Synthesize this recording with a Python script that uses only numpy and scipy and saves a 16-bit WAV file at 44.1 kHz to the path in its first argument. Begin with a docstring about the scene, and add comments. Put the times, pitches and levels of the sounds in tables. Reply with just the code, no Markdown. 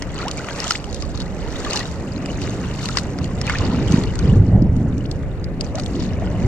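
"""Sea below a distant glacier face: ice breaks off, a rumble swells into heavy thumps over a steady wash.
Close by, water splashes around a small boat: mist, spray, gurgling, single drops and bubbles.
Rumble, wash and wind are shaped noise; splashes are grains of short rings; drops, bubbles and thumps are
placed singly. Two close ports hear it all; the near water differs in phase between them.
Gain ducks under loud passages, then peaks are limited and the top of the band is cut."""
import sys
import numpy as np
from scipy import signal
from scipy.fft import rfft, irfft
from scipy.io import wavfile
from scipy.ndimage import uniform_filter1d, minimum_filter1d

SR = 44100
rng = np.random.default_rng(int(sys.argv[2]) if len(sys.argv) > 2 else 0)


def materialize(psi):
    """Save the field psi as 16-bit PCM at rate SR to the path in sys.argv[1].

    A 1-D psi becomes a single channel; in a 2-D psi each row is a channel.
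    """
    bounded = np.clip(np.atleast_2d(psi).T, -1, 1)
    quanta = np.round(bounded * 32767).astype(np.int16)
    wavfile.write(sys.argv[1], SR, quanta)


N = 285324

# ice collapse: (time [s], level [dB], tilt [dB/octave, easing off below 150 Hz])
COLLAPSE_LEVEL_TILT = [(0.0, -31, 6.5), (0.5, -33, 8), (0.8, -36, 2), (1.18, -28.5, 2.5),
                       (1.55, -32.5, 10.5), (2.0, -28, 6), (2.45, -24.5, 3), (3.02, -26.5, 3.5),
                       (3.25, -24, 3.5), (3.55, -24, 2.5), (3.63, -18.5, 5), (3.95, -18, 5.5),
                       (4.19, -24.5, 2), (4.24, -14, 2), (4.38, -8, -1), (4.47, -14.5, 1.5),
                       (4.55, -9.5, 2.5), (4.7, -12, -2), (5.15, -22.5, -0.5), (5.75, -26, 4),
                       (5.97, -21.5, 3.5), (6.37, -20.5, 5), (6.47, -15.5, -2)]
# rumble colour before tilt: (frequency [Hz], relative density [dB])
RUMBLE_COLOUR = [(12, -58.5), (20, -10), (107, -1), (136, -5), (178, -4), (229, -13), (265, -9.5),
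                 (329, -18), (373, -18), (812, -38.5), (1500, -58.5), (1950, -56), (3300, -120)]
# single blocks landing: (start [s], level [dB], pitch [Hz], length [cycles])
BLOCK_THUMPS = [(3.21, -13, 126, 2.1), (3.6, -15, 102, 2.1), (3.908, -4.5, 114, 1.5),
                (3.938, 0.5, 189, 2.25), (3.981, -4.5, 162, 1.3), (4.292, -4, 128.5, 2.1),
                (4.325, -5.5, 188, 2.2), (4.357, -9.5, 108, 2.3), (4.393, 1.5, 100, 2.1),
                (4.484, -5.5, 176, 1.5), (4.531, -3, 79, 1.5), (4.553, 0.5, 144, 1.7), (4.621, 1, 215, 1.6),
                (6.439, -5.5, 100.5, 2.3)]

# level of the water layers between splashes: (time [s], mist [dB], spray [dB], gurgle [dB])
CHURN_LEVELS = [(0.0, -56.5, -62, -45), (1.3, -57.5, -60, -50.5), (2.1, -52.5, -58, -44),
                (2.65, -48, -49, -38.5), (3.2, -54, -62, -45.5), (4.15, -51.5, -51, -41.5),
                (4.6, -65, -71, -52), (5.0, -55, -61, -48.5), (5.5, -68, -59.5, -50.5),
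                (6.47, -54, -52, -41.5)]
# wavelets slapping the hull; rise and fall each span SWELL_DB:
# (peak time [s], rise [s], fall [s], mist peak [dB], spray peak [dB], gurgle peak [dB])
HULL_SPLASHES = [(0.2, 0.17, 0.33, -50, -42.5, -34.5), (0.39, 0.077, 0.1, -44, -46, -39.5),
                 (0.63, 0.32, 0.14, -38, -39, -31), (0.72, 0.18, 0.075, -35, -32.5, -37),
                 (0.95, .3, 0.5, -51, -47, -58), (1.21, 0.095, 0.11, -58, -44, -42),
                 (1.42, 0.083, 1, -64, -53, -44.5), (1.76, 0.37, 0.2, -38, -35, -30.5),
                 (2.32, 0.11, .15, -49, -51, -57), (2.43, 0.033, .15, -50, -37.5, -39),
                 (2.84, 0.11, 0.21, -39.5, -37.5, -39.5), (2.98, 0.067, 0.08, -38.5, -35.5, -37),
                 (3.23, .2, 0.15, -60, -48, -50), (3.49, 0.099, 0.66, -51, -34.5, -30),
                 (3.94, 0.16, 0.19, -41, -36, -31.5), (4.23, 0.12, 0.45, -51, -45.5, -39),
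                 (5.65, 0.062, 0.084, -47.5, -47, -44), (5.78, 0.033, 0.078, -43, -42, -36.5),
                 (5.9, 0.21, .25, -46, -60, -59), (6.03, 0.16, 0.14, -56, -40.5, -42.5)]
SWELL_DB = 20
# spray colour: (frequency [Hz], gain [dB])
SPRAY_COLOUR = [(1180, -40), (2000, -19.5), (3550, 0.5), (3900, 1.5), (5940, 0.5), (6470, 2), (7480, 0.5),
                (8730, -12), (10700, -11.5), (15500, -26)]

# drops landing: (start [s], snap level [dB], nominal ring [Hz], body level [dB])
LANDING_DROPS = [(0.022, -19.5, 5420, -23), (0.188, -28.5, 4020, -35), (0.2818, -17, 2900, -27),
                 (0.3123, -20, 6440, -44), (0.377, -29, 5450, -39), (0.4443, -28, 2630, -30),
                 (0.486, -49, 2630, -19.5), (0.602, -19, 5200, -32), (0.6417, -19, 6130, -30),
                 (0.679, -20, 5900, -29), (0.7076, -10, 5110, -13), (0.7194, -19, 4230, -37),
                 (0.8419, -26.5, 2900, -29), (0.928, -29, 3850, -40), (0.9448, -22, 6150, -50),
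                 (1.023, -24, 4640, -28), (1.1747, -29, 4000, -38), (1.202, -26, 4400, -32),
                 (1.2177, -28.5, 4150, -39), (1.648, -24, 3350, -26), (1.732, -14.5, 5780, -30),
                 (1.758, -14.5, 5430, -38), (1.7718, -15, 2720, -21), (1.7923, -19.5, 4100, -27),
                 (2.259, -24, 2700, -30), (2.4165, -23.5, 2580, -46), (2.4756, -32, 2750, -26),
                 (2.8563, -17, 6100, -40), (2.8873, -20, 3720, -23), (2.971, -7, 4620, -5.5),
                 (2.9844, -17.5, 3700, -19), (3.1865, -27, 4900, -30), (3.243, -25, 2950, -32.5),
                 (3.4136, -19.5, 5240, -24.5), (3.467, -20.5, 2610, -30), (3.4962, -16.5, 2940, -10.5),
                 (3.5852, -22, 4360, -28), (3.921, -20.5, 6300, -38), (4.036, -24, 3250, -29),
                 (4.155, -25, 7030, -30), (4.1902, -22, 6300, -36), (4.621, -35.5, 4830, -47),
                 (4.7646, -34, 6490, -43), (4.9801, -34.5, 5860, -44), (5.113, -21.5, 4080, -45),
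                 (5.442, -28, 4550, -47), (5.609, -16.5, 4700, -48), (5.7542, -22.5, 5840, -40),
                 (5.784, -29, 4470, -28), (5.7972, -20, 4200, -22), (5.835, -29, 5170, -51),
                 (5.861, -24.5, 3140, -49), (6.0233, -30.5, 5200, -30)]
# colour of the drop snaps: (frequency [Hz], gain [dB])
SNAP_COLOUR = [(1500, -46), (2600, 3.5), (5000, 9.5), (7500, 1), (10000, -10.5), (15500, -29.5)]
# ringing trapped air: (start [s], level [dB], start pitch [Hz],
# glide base [ratio, to the power 1.84 by the end], length scale [s, tone lasts 1.28 of it])
RINGING_BUBBLES = [(0.207, -30, 1330, 0.74, .012), (0.229, -25.5, 1310, 1.1, 0.012),
                   (0.254, -22, 676, 1.53, 0.036), (0.64, -27, 1250, 1.05, 0.015),
                   (0.665, -24.5, 750, 0.84, 0.012), (0.709, -12.5, 1355, 1, 0.0061),
                   (0.75, -33, 6860, 1.13, 0.029), (0.752, -19, 1780, 2.4, 0.012),
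                   (0.874, -30, 750, 1.16, 0.023), (1.031, -33, 1170, 0.94, 0.018),
                   (1.664, -26.5, 1234, 0.89, 0.025), (1.753, -25, 853, 0.98, 0.031),
                   (1.806, -25.5, 1895, 1.02, 0.013), (2.894, -23, 1270, 1.1, 0.0092),
                   (2.948, -30, 1096, 1.7, 0.026), (3.477, -18.5, 2310, 1.13, 0.0077),
                   (3.496, -25, 1404, 1.1, 0.023), (3.501, -18, 2070, 1.07, 0.014),
                   (3.538, -21.5, 1410, 1, 0.0078), (3.552, -18.5, 1670, 1.12, 0.0087),
                   (3.606, -25.5, 1100, 0.93, 0.017), (5.054, -31.5, 2650, 2, 0.0099),
                   (5.952, -32, 2760, 1.9, 0.012), (0.8, -38, 2100, 2.4, 0.0095),
                   (5.747, -19, 580, 1.12, 0.016), (5.763, -24, 640, 1.09, 0.012),
                   (5.78, -22.5, 750, 0.99, 0.019), (6.221, -20, 637, 1.13, 0.012)]

# wind at the ports: (time [s], level [dB], left minus right [dB])
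WIND_GUSTS = [(0, -31, 5), (.8, -37.5, -10), (1.05, -30, -10.5), (1.45, -28.5, -7), (1.9, -34, -1),
              (3.4, -32.5, 1), (4.2, -27.5, 8), (4.4, -38, -2), (5, -29, 2), (5.6, -28, 4),
              (6.47, -30.5, 10)]
# wind colour: (frequency [Hz], relative density [dB])
WIND_COLOUR = [(8.8, -34), (15, -9), (43, 4), (65, 5), (107, -6), (300, -38), (390, -56), (660, -120)]
# sea wash colour: (frequency [Hz], relative density [dB])
WASH_COLOUR = [(88, -8.5), (150, -3.5), (290, -6.5), (445, -5.5), (572, -6.5), (1040, -21), (2020, -23),
               (3550, -43.5), (4840, -58), (5990, -57), (7410, -47.5), (15500, -59)]
WASH_DB = -33
# sea wash likeness of the channels: (frequency [Hz], correlation [0-1])
WASH_LIKENESS = [(200, 1), (700, 0.93), (2000, 0.26), (6000, .5), (14000, .4)]

# phase by which the left port leads on near sound: (frequency [Hz], phase [rad])
PORT_LEAD_PHASE = [(100, 0), (2070, .4), (3270, 2.), (3700, 2.3), (6200, 1.5), (8010, 4.2), (9910, 6.1),
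                   (15400, 6.5)]
# colour difference of the ports: (frequency [Hz], left minus right [dB])
PORT_COLOUR_TILT = [(60, -1.5), (400, 0), (1290, -0.5), (2380, 1.5), (4400, 6), (6000, -0.5), (8120, -10.5),
                    (12000, -2)]
EDGE_HZ = 15750


def gain_of(db):
    """Decibels to amplitude ratio."""
    return 10 ** (np.asarray(db) / 20)


def evened(x):
    """Scale to unit RMS."""
    return x / np.sqrt(np.mean(x ** 2) + 1e-20)


def read(points, hz):
    """Interpolate a frequency table on a logarithmic axis."""
    table_hz, value = np.transpose(points)
    return np.interp(np.log(hz + 1), np.log(table_hz + 1), value)


def curve(rows, column, t_s):
    """Interpolate one column of a time table."""
    table = np.array(rows)
    return np.interp(t_s, table[:, 0], table[:, column])


def add(mix, start_s, sound):
    """Mix a sound in place, cut at the end of the mix."""
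    part = mix[..., round(start_s * SR):][..., :sound.shape[-1]]
    part += sound[..., :part.shape[-1]]


def coloured(x, points):
    """Filter by a gain table in dB, without phase shift."""
    hz = np.fft.rfftfreq(N, 1 / SR)
    return irfft(rfft(x) * gain_of(read(points, hz)), N)


def noise(size, level_db, likeness, patchy_db):
    """Two-channel noise from random short-time spectra, coloured by level_db(hz, t_s), in drifting patches."""
    frames = 4 * N // size + 5
    hz = np.fft.rfftfreq(size, 1 / SR)[:, None]
    a, b, c, d, patches = rng.standard_normal((frames, len(hz), 5)).T
    patches = uniform_filter1d(patches, size=10, axis=0)  # across frequency
    patches = evened(uniform_filter1d(patches, size=12, axis=1))  # across time
    same = np.clip(likeness(hz), -1, 1)
    left = a + 1j * b
    right = same * left + np.sqrt(1 - same ** 2) * (c + 1j * d)
    frame_s = np.arange(frames) * size / 4 / SR
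    spectra = np.array([left, right]) * gain_of(level_db(hz, frame_s) + patchy_db * patches)
    _, sound = signal.istft(spectra, nperseg=size, noverlap=size * 3 // 4)
    return evened(sound[:, :N])


def grains(low_hz, high_hz, cycles, glide, per_s, spread_db):
    """Many short decaying rings of random pitch at random moments; a few are large."""
    size_db = spread_db * np.minimum(rng.exponential(1, N), 5)
    size = gain_of(size_db) * (rng.random(N) < per_s / SR)
    kind = rng.integers(0, 20, N)
    out = np.zeros(N)
    for k, hz in enumerate(np.geomspace(low_hz, high_hz, 20)):
        turns = np.arange(1500) * hz / SR
        envelope = turns * np.exp(-3 * turns / cycles)
        ring = envelope * np.sin(2 * np.pi * turns * (1 + glide * turns))
        out += signal.oaconvolve(size * (kind == k), ring / np.linalg.norm(ring))[:N]
    return evened(out)


def collapse():
    """Falling ice: far rumble with evened short-term power set to a level curve, plus block thumps."""
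    t_s = np.arange(N) / SR

    def colour_db(hz, s):
        return read(RUMBLE_COLOUR, hz) + curve(COLLAPSE_LEVEL_TILT, 2, s) * np.log2(hz / 150 + 0.29)

    rumble = noise(2048, colour_db, lambda hz: 0.988 + 0 * hz, patchy_db=2.5)
    rumble /= np.sqrt(uniform_filter1d((rumble ** 2).mean(0), size=2200))
    rumble *= gain_of(curve(COLLAPSE_LEVEL_TILT, 1, t_s))
    thumps(rumble)
    return rumble


def thumps(mix):
    """Blocks landing: each adds a few cycles of a low sine under a half-sine envelope."""
    for start_s, level_db, hz, cycles in BLOCK_THUMPS:
        turns = np.arange(3000) * hz / SR
        envelope = np.sin(np.pi * np.clip(turns / cycles, 0, 1))
        add(mix, start_s, gain_of(level_db) * envelope * np.sin(2 * np.pi * turns))


def splash():
    """Water at the hull: fine mist, coarser spray and gurgling bubbles, each with its own swell."""
    t_s = np.arange(N) / SR
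    droplets = spray() + 1.16 * np.array([spray(), spray()])  # shared + one per side
    high = signal.butter(2, 5000, "high", fs=SR, output="sos")
    low = signal.butter(2, 5000, "low", fs=SR, output="sos")
    mist = evened(signal.sosfiltfilt(high, droplets))
    coarse = evened(signal.sosfiltfilt(low, droplets))
    layers = (mist, coarse, gurgle())
    return sum(churn_gain(k, t_s) * layer for k, layer in enumerate(layers))


def spray():
    """Falling droplets: fine crackle and small pips over a hiss, arriving in clumps."""
    fizz = grains(low_hz=2250, high_hz=10800, cycles=1.7, glide=0.005, per_s=2300, spread_db=4.5)
    pips = grains(low_hz=2400, high_hz=8000, cycles=9, glide=0.003, per_s=220, spread_db=5)
    hiss = rng.standard_normal(N)
    clumps = uniform_filter1d(rng.standard_normal(N), size=500)
    clumps = evened(uniform_filter1d(clumps, size=500))
    mixed = coloured(fizz + 0.9 * pips + 0.5 * hiss, SPRAY_COLOUR)
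    return evened(mixed * gain_of(2.6 * clumps))


def gurgle():
    """Gurgling bubbles: dense low rings, partly shared by the sides, with longer blips."""
    shared, left, right = (
        grains(low_hz=750, high_hz=2900, cycles=4.9, glide=0.0082, per_s=700, spread_db=3) for _ in range(3))
    blips = grains(low_hz=700, high_hz=3000, cycles=14, glide=0.003, per_s=160, spread_db=4)
    return evened(shared + 0.7 * blips + 0.64 * np.array([left, right]))


def churn_gain(layer, t_s):
    """Gain of one water layer: churn power plus splashes that rise and fall exponentially."""
    power = gain_of(curve(CHURN_LEVELS, 1 + layer, t_s)) ** 2
    for peak_s, rise_s, fall_s, *peak_db in HULL_SPLASHES:
        distance = np.maximum((peak_s - t_s) / rise_s, (t_s - peak_s) / fall_s)
        power += gain_of(peak_db[layer] - SWELL_DB * distance) ** 2
    return np.sqrt(power)


def drops():
    """Drops landing: a short wide snap, strongest around its rising ring, with a duller body."""
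    snaps, bodies = np.zeros((2, N)), np.zeros((2, N))
    t_s = np.arange(1000) / SR
    fade = gain_of(-60 * t_s / 0.012) * (1 - np.exp(-t_s / 0.00064)) * 1.61
    body_band = signal.butter(2, [650, 2600], "band", fs=SR, output="sos")
    bursts = rng.standard_normal((len(LANDING_DROPS), 3, 1000))  # shared, left, right
    for (start_s, snap_db, hz, body_db), burst in zip(LANDING_DROPS, bursts):
        ring_band = signal.butter(2, [hz * 0.94, hz * 1.25], "band", fs=SR, output="sos")
        near_ring = evened(signal.sosfilt(ring_band, burst[0]))
        ring = np.sin(2 * np.pi * hz * t_s * (0.95 + 25 * t_s))
        wide = burst[0] + 1.6 * burst[1:]
        snap = 0.44 * wide + 0.089 * near_ring + 0.46 * ring
        body = evened(signal.sosfilt(body_band, burst[0] + 0.59 * burst[1:]))
        add(snaps, start_s, gain_of(snap_db) * snap * fade)
        add(bodies, start_s, gain_of(body_db) * body * fade)
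    return coloured(snaps, SNAP_COLOUR) + bodies


def bubbles():
    """Trapped air: short clean tones that slide as the bubble nears the surface."""
    out = np.zeros(N)
    for start_s, level_db, hz, glide, length_s in RINGING_BUBBLES:
        progress = np.arange(0, 1, 1 / (SR * length_s * 1.28))
        turns = np.cumsum(hz * glide ** (1.84 * progress)) / SR
        envelope = np.sin(np.pi * progress ** 0.22)  # fast attack, slow fall
        add(out, start_s, gain_of(level_db) * envelope * np.sin(2 * np.pi * turns))
    return out


def wind():
    """Gusts on the ports: lumpy low buffeting, almost unrelated between them."""
    t_s = np.arange(N) / SR
    side = np.array([[0.5], [-0.5]])
    level_db = curve(WIND_GUSTS, 1, t_s) + curve(WIND_GUSTS, 2, t_s) * side
    buffeting = noise(2048, lambda hz, s: read(WIND_COLOUR, hz), lambda hz: 0.07 + 0 * hz, patchy_db=1)
    return gain_of(level_db) * buffeting


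def wash():
    """Sea and melting brash ice: steady hiss, less alike between channels in the treble."""
    hiss = noise(1024, lambda hz, s: read(WASH_COLOUR, hz), lambda hz: read(WASH_LIKENESS, hz), patchy_db=1.96)
    return gain_of(WASH_DB) * hiss


def ports(near, far):
    """Two ports: near sound gains a phase lead and unlike hull echoes; port colours tilt all sound."""
    hz = np.fft.rfftfreq(N, 1 / SR)
    t_s = np.arange(1500) / SR
    echo = rng.standard_normal((2, 1500)) * gain_of(-60 * t_s / 0.03)
    echo /= np.linalg.norm(echo[0])
    near = near + gain_of(-8) * signal.oaconvolve(near, echo, axes=1)[:, :N]
    lead = np.exp(0.5j * read(PORT_LEAD_PHASE, hz))  # half per side
    tilt = gain_of(read(PORT_COLOUR_TILT, hz) / 2)
    spectra = rfft(near) * np.array([lead, 1 / lead]) + rfft(far)
    return irfft(spectra * np.array([tilt, 1 / tilt]), N)


def scene():
    """Near water and far ice, sea and wind, heard at the two ports."""
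    near = drops() + splash() + bubbles()
    far = collapse() + wash() + wind()
    return ports(near, far)


def record(dry):
    """Gain control ducks loud passages with slow recovery; limiter, clip and low-pass follow."""
    power = abs(uniform_filter1d((dry ** 2).mean(0), size=2000))
    power_db = 10 * np.log10(power + 1e-12)
    fall_db = np.arange(N) * 2.9 / SR  # held peak falls 2.9 dB/s
    held_db = np.maximum.accumulate(power_db + fall_db) - fall_db
    over_db = np.maximum(held_db + 12.5, 0)
    ducked = dry / gain_of(0.36 * uniform_filter1d(over_db, size=600))
    # quick limiter; the highest crests still clip
    room = minimum_filter1d(1 / np.maximum(abs(ducked).max(0) / 1.04, 1), size=161)
    capped = np.clip(ducked * uniform_filter1d(room, size=81), -1, 1)
    low_pass = signal.firwin(511, EDGE_HZ, window=("kaiser", 9), fs=SR)
    return signal.oaconvolve(capped, low_pass[None], "same")


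dry = scene()
out = record(dry)
materialize(out)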